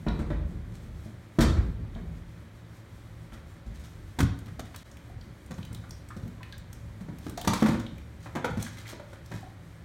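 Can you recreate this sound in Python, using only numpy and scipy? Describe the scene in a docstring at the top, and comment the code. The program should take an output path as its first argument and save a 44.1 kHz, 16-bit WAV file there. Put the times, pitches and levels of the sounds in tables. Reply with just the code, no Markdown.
"""A small monkey swings on a curtain against a wooden door, drops to the floor, then climbs a cabinet and a metal case.
Soft blows ring decaying body modes and slap with filtered noise; claws tick, hollow parts knock and cloth rustles.
Shaken woodwork rumbles on, a hard-walled room answers with noise tails, and an appliance hums under it all.
At 4.833 s the level drops at once and comes back in a short fade."""
import sys
import numpy as np
from scipy import signal
from scipy.fft import rfft, irfft
from scipy.io import wavfile
from scipy.ndimage import uniform_filter1d

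SR = 44100
rng = np.random.default_rng(int(sys.argv[2]) if len(sys.argv) > 2 else 0)


def put_to_file(sound):
    """Save the sound as 16-bit audio at rate SR, in the file named by the first command-line argument."""
    columns = np.atleast_2d(sound).T  # one column per channel
    safe = np.clip(columns, -1, 1)
    whole_steps = np.round(safe * 32767)
    wavfile.write(sys.argv[1], SR, whole_steps.astype(np.int16))


N = 433944


def undb(db):
    """Decibels to amplitude."""
    return 10 ** (np.asarray(db) / 20)


def unit(x):
    """Scales a signal to an rms of 1."""
    return x / np.sqrt(np.mean(x ** 2))


def band(x, hz, width):
    """Resonance with gain 1 at the centre; never wider than five times its centre."""
    b, a = signal.iirpeak(min(hz, .45 * SR), max(hz / width, .2), fs=SR)
    return signal.lfilter(b, a, x)


def curve(rows):
    """Amplitude over time, joining the listed levels by straight lines in dB."""
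    time_s, level_db = np.transpose(rows)
    return undb(np.interp(np.arange(N) / SR, time_s, level_db))


def walk(rate):
    """Random levels held 1 / rate s and slewed; spread near 1."""
    hold = int(SR / rate)
    steps = np.repeat(rng.standard_normal(N // hold + 1), hold)
    return uniform_filter1d(steps, hold)[:N]


def fade(t, t60):
    """Exponential decay that falls 60 dB in t60 s."""
    return np.exp(-np.log(1000) * t / np.clip(t60, .003, 3))


def add(out, start_s, x, peak_db):
    """Places a sound at start_s with the given peak."""
    i = int(start_s * SR)
    out[i:i + len(x)] += (x * undb(peak_db) / np.abs(x).max())[:N - i]


# ringing modes of each struck body: pitch_hz, level_db, t60_s
DOOR = [(50.8, -7, 0.23), (67.3, -0.5, 0.41), (96, -20.5, 0.97), (148, -8, 0.11), (191.8, -2.5, 0.078),
        (294, 0.5, 0.035), (431, -14.5, 0.13), (594, -4, 0.066)]
FLOOR = [(62, -6, 0.27), (93.4, 1, 0.17), (170.6, -4.5, 0.15), (237.4, 1, 0.057), (309, -7, 0.059),
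         (472, -4, 0.033), (627, -4, 0.023)]
CABINET = [(60.7, -9, 0.21), (96.5, -4.5, 0.17), (161.3, 0.5, 0.095), (227.7, -1, 0.12),
           (320.4, -3.5, 0.079), (421, -10.5, 0.08), (553, -2.5, 0.054), (818, -7, 0.049),
           (1430, -4.5, 0.028)]
CASE = [(104.3, -4, 0.36), (179.4, 1.5, 0.13), (238.6, 6, 0.11), (298, 5, 0.078), (435, 5, 0.048),
        (556, -11, 0.11), (975, 7, 0.035), (1360, -7, .03), (1710, -13, .03)]
# each body and its place in the room; slaps through the curtain last longer:
# modes, slap_centre_hz, slap_t60_s, echo_db
BODIES = {"door": (DOOR, 910, 0.092, -0.5), "floor": (FLOOR, 1190, 0.05, -9.5),
          "cabinet": (CABINET, 850, 0.07, -6), "case": (CASE, 870, 0.042, -4.5)}
# blows of paw or rump, peaks before the room:
# start_s, body, body_peak_db, struck_patch_hz, slap_peak_db, hiss_peak_db
BLOWS = [(.065, "door", -19, 166, -26.5, -59), (.191, "door", -24, 142, -34.5, -45.5),
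         (0.302, "door", -21, 136, -33.5, -55), (1.059, "door", -36.5, 174, -52, -67),
         (1.386, "door", -10.5, 182, -22, -30), (1.406, "door", -13, 95, -22.5, -21),
         (1.425, "door", -28, 200, -30.5, -39), (1.569, "door", -25, 81, -33.5, -58),
         (1.958, "door", -30.5, 133, -42.5, -68), (3.32, "door", -34.5, 74, -41, -53),
         (3.662, "door", -29.5, 61, -53, -54), (4.187, "floor", -22.5, 187, -22, -26),
         (4.203, "floor", -15.5, 262, -17, -22), (4.228, "floor", -12.5, 78, -37, -32),
         (4.467, "floor", -45, 300, -44, -50), (4.48, "floor", -36.5, 132, -41.5, -50),
         (4.593, "floor", -29.5, 400, -32, -33), (4.743, "floor", -60, 230, -36.5, -40),
         (5.507, "cabinet", -31, 187, -37, -41.5), (5.58, "cabinet", -29, 68, -40.5, -47),
         (5.71, "cabinet", -35, 141, -47, -63), (6.165, "cabinet", -31, 152, -46.5, -47),
         (6.225, "cabinet", -31, 119, -51, -51), (6.258, "cabinet", -32.5, 111, -57, -64),
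         (7.008, "cabinet", -33.5, 160, -44.5, -50), (7.085, "cabinet", -32, 205, -46, -55),
         (7.125, "cabinet", -36.5, 141, -54, -65), (7.265, "case", -27, 187, -34.5, -41.5),
         (7.374, "case", -52, 325, -33, -30.5), (7.446, "case", -30, 429, -29, -31),
         (7.474, "case", -13, 181, -16, -18), (7.533, "case", -21.5, 560, -23.5, -21.5),
         (7.623, "case", -10, 368, -20, -28.5), (7.66, "case", -23, 200, -20.5, -30),
         (7.684, "case", -16, 162, -25.5, -33), (7.744, "case", -23.5, 132, -27, -48),
         (7.796, "case", -34, 230, -38, -37), (8.258, "cabinet", -38, 492, -35, -56),
         (8.352, "cabinet", -27, 490, -25.5, -35.5), (8.364, "cabinet", -28, 300, -27, -40),
         (8.444, "cabinet", -18, 905, -20.5, -30.5), (8.5, "cabinet", -25, 75, -42, -43),
         (8.572, "cabinet", -22.5, 133, -38, -37.5), (8.928, "cabinet", -35, 429, -42, -50),
         (8.997, "cabinet", -35, 746, -41, -50), (9.129, "cabinet", -41.5, 492, -39, -47),
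         (9.313, "cabinet", -35, 325, -33.5, -43), (9.343, "cabinet", -28, 66, -44, -59)]


def blows(body, spot_db=3.5, spread=0.1093, swell_cycles=1.0):
    """A paw or rump rings the body, each time at another spot; skin and cloth slap on top."""
    out, t = np.zeros(N), np.arange(SR // 2) / SR
    modes, slap_hz, slap_t60, echo_db = BODIES[body]
    # panels crowd several modes round each listed one
    hz, mode_db, t60 = np.repeat(np.transpose(modes), repeats=6, axis=1)[..., None]
    slap_range = signal.butter(2, [330, 2600], "band", fs=SR)
    for start_s, struck, body_db, patch_hz, slap_db, hiss_db in BLOWS:
        if struck != body:
            continue
        spot, shift = rng.standard_normal((2, len(hz), 1))
        # modes near the pitch of the struck patch ring strongest
        ratio = hz / patch_hz
        size = undb(mode_db + spot_db * spot) * ratio ** 1.5 / (1 + ratio ** 3)
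        # low modes need a cycle or so to get the whole panel moving
        shape = fade(t, t60) * (1 - np.exp(-t * hz / swell_cycles))
        tones = np.sin(2 * np.pi * hz * (1 + spread * shift) * t)
        add(out, start_s, np.sum(size * shape * tones, axis=0), body_db)

        # coarse level steps, 100 samples each, roughen slap and hiss alike
        steps = np.repeat(rng.standard_normal(len(t) // 100 + 1), repeats=100)[:len(t)]
        slap_shape = undb(3.06 * steps) * fade(t, slap_t60) * (1 - np.exp(-t / 0.0022))
        slap_noise, hiss_noise = rng.standard_normal((2, len(t))) * slap_shape
        slap = band(signal.lfilter(*slap_range, slap_noise), slap_hz, 1.2 * slap_hz)
        add(out, start_s, slap, slap_db)
        hiss = band(band(hiss_noise, 3650, 4500), 3500, 17500)
        add(out, start_s, hiss, hiss_db)
    return room(out, echo_db)


# claw and buckle ticks, peaks before the room: start_s, ring_peak_db, ring_hz, scratch_peak_db
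TICKS = [(0.083, -31, 3720, -59), (1.949, -43.5, 3280, -60), (3.8457, -48, 3460, -55),
         (4.3885, -63, 3640, -42), (4.4587, -50, 3350, -48), (4.7602, -40.5, 4000, -34.5),
         (4.9137, -47, 6230, -59), (4.969, -45.5, 2300, -47), (5.2106, -45.5, 4170, -64),
         (5.461, -46.5, 7960, -52), (5.541, -47.5, 5800, -60), (5.893, -49.5, 9000, -58),
         (5.6278, -39, 3220, -57), (5.6498, -47, 3320, -43), (5.728, -40, 8380, -44),
         (5.7461, -39.5, 3230, -35), (5.907, -34.5, 5300, -42.5), (6.0867, -47, 7500, -46),
         (6.2774, -48, 2350, -44.5), (6.4296, -33, 2470, -45), (6.524, -34, 3980, -48),
         (6.5794, -54, 3840, -42), (6.7286, -45, 6000, -39), (7.1843, -52, 5800, -42),
         (7.2952, -41, 9280, -37), (7.4127, -34.5, 3380, -28), (7.864, -36.5, 3100, -58),
         (7.9807, -44, 2380, -48), (8.625, -28.5, 6500, -27.5), (8.877, -42, 4130, -42),
         (9.2594, -45, 5100, -47)]
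TICK_T60_S = 0.018


def ticks():
    """Claws and buckles catch: a short bright ring of narrowed noise with a wide scratch."""
    out, t = np.zeros(N), np.arange(SR // 4) / SR
    shape = fade(t, TICK_T60_S) * (1 - np.exp(-t / 0.0026))
    for start_s, ring_db, ring_hz, scratch_db in TICKS:
        ring_noise, scratch_noise = rng.standard_normal((2, len(t))) * shape
        ring = band(band(ring_noise, ring_hz, .5 * ring_hz), ring_hz, .5 * ring_hz)
        add(out, start_s, ring, ring_db)
        add(out, start_s, band(scratch_noise, 3000, 14000), scratch_db)
    return out


# small hollow knocks with one note, peaks before the room:
# start_s, peak_db, pitch_hz, rough_db (gain of the noise round the note)
HOLLOW_KNOCKS = [(5.098, -47, 724, 4), (5.838, -43.5, 1185, 17), (6.104, -37, 1227, 17),
                 (6.406, -43, 1010, 16), (6.527, -43, 1643, 8), (7.376, -29.5, 713, 1),
                 (8.664, -33, 1658, 12), (8.771, -42, 2060, 8), (8.854, -39, 2020, 14),
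                 (9.429, -39, 742, 4)]
HOLLOW_T60_S = 0.088


def hollow_knocks():
    """Small hollow parts give one rough note: a sine with noise resonating round it."""
    out, t = np.zeros(N), np.arange(SR // 4) / SR
    shape = fade(t, HOLLOW_T60_S) * (1 - np.exp(-t / 0.0011))
    for start_s, peak_db, hz, rough_db in HOLLOW_KNOCKS:
        noise = rng.standard_normal(len(t))
        rough = undb(rough_db) * band(band(noise, hz, 0.66 * hz), hz, 0.66 * hz)
        note = np.sin(2 * np.pi * hz * t) + rough
        add(out, start_s, note * shape, peak_db)
    return out


# feet and cloth dragged over a surface, rms before the swell and the room: middle_s, level_db, half_length_s
SCUFFS = [(0.755, -62, 0.063), (1.033, -63.5, 0.066), (3.34, -58, 0.028), (3.776, -60, 0.12),
          (3.85, -53.5, 0.035), (4.728, -56.5, 0.15), (7.27, -58, .076), (7.564, -42.5, 0.074),
          (7.677, -47.5, .13), (8.245, -57, 0.064), (8.646, -46.5, 0.081), (8.773, -51, 0.1),
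          (8.898, -44.5, 0.047), (9.12, -61.5, 0.1), (9.348, -57, .17)]
SCUFF_HZ, SCUFF_WIDTH_HZ = 1940, 3900
RUSTLE_DB = -67.5  # rms of the steady rustle before the room


def rustle():
    """Dense noise grains of cloth and fur, always faintly there and swelling at each drag."""
    grains = rng.standard_normal(N) * undb(4.6 * walk(400) + 4.7 * walk(40))
    steady = rng.standard_normal(N) * undb(2.0 * walk(15))
    out = undb(RUSTLE_DB) * unit(band(steady, 1600, 8000))
    for middle_s, level_db, half_length_s in SCUFFS:
        count = int(half_length_s * SR)
        i = int(middle_s * SR) - count
        drag = unit(band(grains[i:i + 2 * count], SCUFF_HZ, SCUFF_WIDTH_HZ))
        out[i:i + 2 * count] += undb(level_db) * np.hanning(2 * count) * drag
    return out


# level of the shaken woodwork: time_s, level_db
RUMBLE = [(0.0, -37), (0.33, -32.5), (0.87, -40.5), (1.4, -56), (1.56, -26.5), (2.57, -52), (4.44, -45),
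          (4.77, -53), (5.15, -46.5), (7.89, -43.5), (8.88, -55.5), (9.84, -46.5)]
# resonances of door, boards and panels: pitch_hz, width_hz (per filter pass), level_db
WOODWORK = [(43, 10, -4.5), (71.5, 10.7, -4.5), (98.2, 61, -3.5), (149, 45, -10.5), (325, 89, -21)]


def rumble():
    """Door, boards and panels keep shaking: throbbing noise drives low resonances."""
    shake = rng.standard_normal(N) * undb(3.0 * walk(18))
    panels = np.zeros(N)
    for hz, width, level_db in WOODWORK:
        panels += undb(level_db) * unit(band(band(shake, hz, width), hz, width))
    return curve(RUMBLE) * unit(panels)


# appliance hum lines: pitch_hz, width_hz (per filter pass), level_db (rms)
HUM = [(110.5, 4.3, -53), (164.6, 15, -57.5), (220.2, 23, -61.5), (288, 24, -70), (556.4, 29, -69)]


def hum():
    """An appliance hums in wavering lines, each a noise through a narrow resonance."""
    out = np.zeros(N)
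    for hz, width, level_db in HUM:
        out += undb(level_db) * unit(band(band(rng.standard_normal(N), hz, width), hz, width))
    return out


# spectrum of the air noise: pitch_hz, level_db (relative, per Hz)
AIR = [(18, -34), (30, -8.5), (118, 7.5), (157, -19), (328, -7.5), (415, -16.5), (540, -15), (740, -19),
       (1960, -20.5), (2680, -25), (5040, -36), (12600, -100), (16000, -56)]
AIR_DB = -49  # rms


def air():
    """Broad air noise: white noise shaped to a smooth spectrum."""
    hz = np.fft.rfftfreq(N, 1 / SR) + 1
    pitch_hz, level_db = np.transpose(AIR)
    gain = undb(np.interp(np.log(hz), np.log(pitch_hz), level_db))
    return undb(AIR_DB) * unit(irfft(rfft(rng.standard_normal(N)) * gain, N))


# decay of the hard-walled room: pitch_hz, t60_s
ROOM_T60 = [(60, 0.49), (250, 0.56), (1000, 0.48), (4000, 0.51), (12000, 0.13)]


def room(x, echo_db):
    """Diffuse echoes build up over a few ms and die fastest in the top treble; each place has its own."""
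    t = np.arange(SR) / SR
    pitch_hz, t60_s = np.transpose(ROOM_T60)
    tail = np.zeros(SR)
    for hz in 45 * 2 ** np.arange(0, 8.6, .5):  # half-octave steps
        t60 = np.interp(np.log(hz), np.log(pitch_hz), t60_s)
        tail += band(rng.standard_normal(SR), hz, hz / 2) * fade(t, t60)
    tail = tail * (1 - np.exp(-t / 0.0047))
    tail = tail / np.sqrt(np.sum(tail ** 2))
    return x + undb(echo_db) * signal.fftconvolve(x, tail)[:N]


def scene():
    """Blows on each body, small sounds in the room, shaken woodwork, hum and air."""
    struck = sum(blows(body) for body in BODIES)
    small = room(ticks() + hollow_knocks() + rustle(), -5.5)  # echo in dB
    return (struck + small + rumble() + hum() + air())[None]


# dips from the microphone port: pitch_hz, width_hz, depth_db
MIC_DIPS = [(2730, 540, -5.5), (4990, 520, -4), (10470, 350, -19.5)]
DROP_S, FADE_IN_S = 4.833, .032
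TOP_HZ = 15900
CEILING = 1  # full scale


def record(dry):
    """Bass roll-off and port dips of the microphone, rounded peaks, a drop with a fade-in, and the top cut."""
    x = signal.sosfilt(signal.butter(2, 48, "high", fs=SR, output="sos"), dry)
    for hz, width, depth_db in MIC_DIPS:
        x = x - (1 - undb(depth_db)) * band(x, hz, width)
    x = CEILING * np.tanh(x / CEILING)
    since = np.arange(N) / SR - DROP_S
    x = x * np.where(since < 0, 1, np.clip(since / FADE_IN_S, .03, 1))
    return signal.sosfilt(signal.ellip(10, .2, 80, TOP_HZ, fs=SR, output="sos"), x)


dry = scene()
out = record(dry)
put_to_file(out)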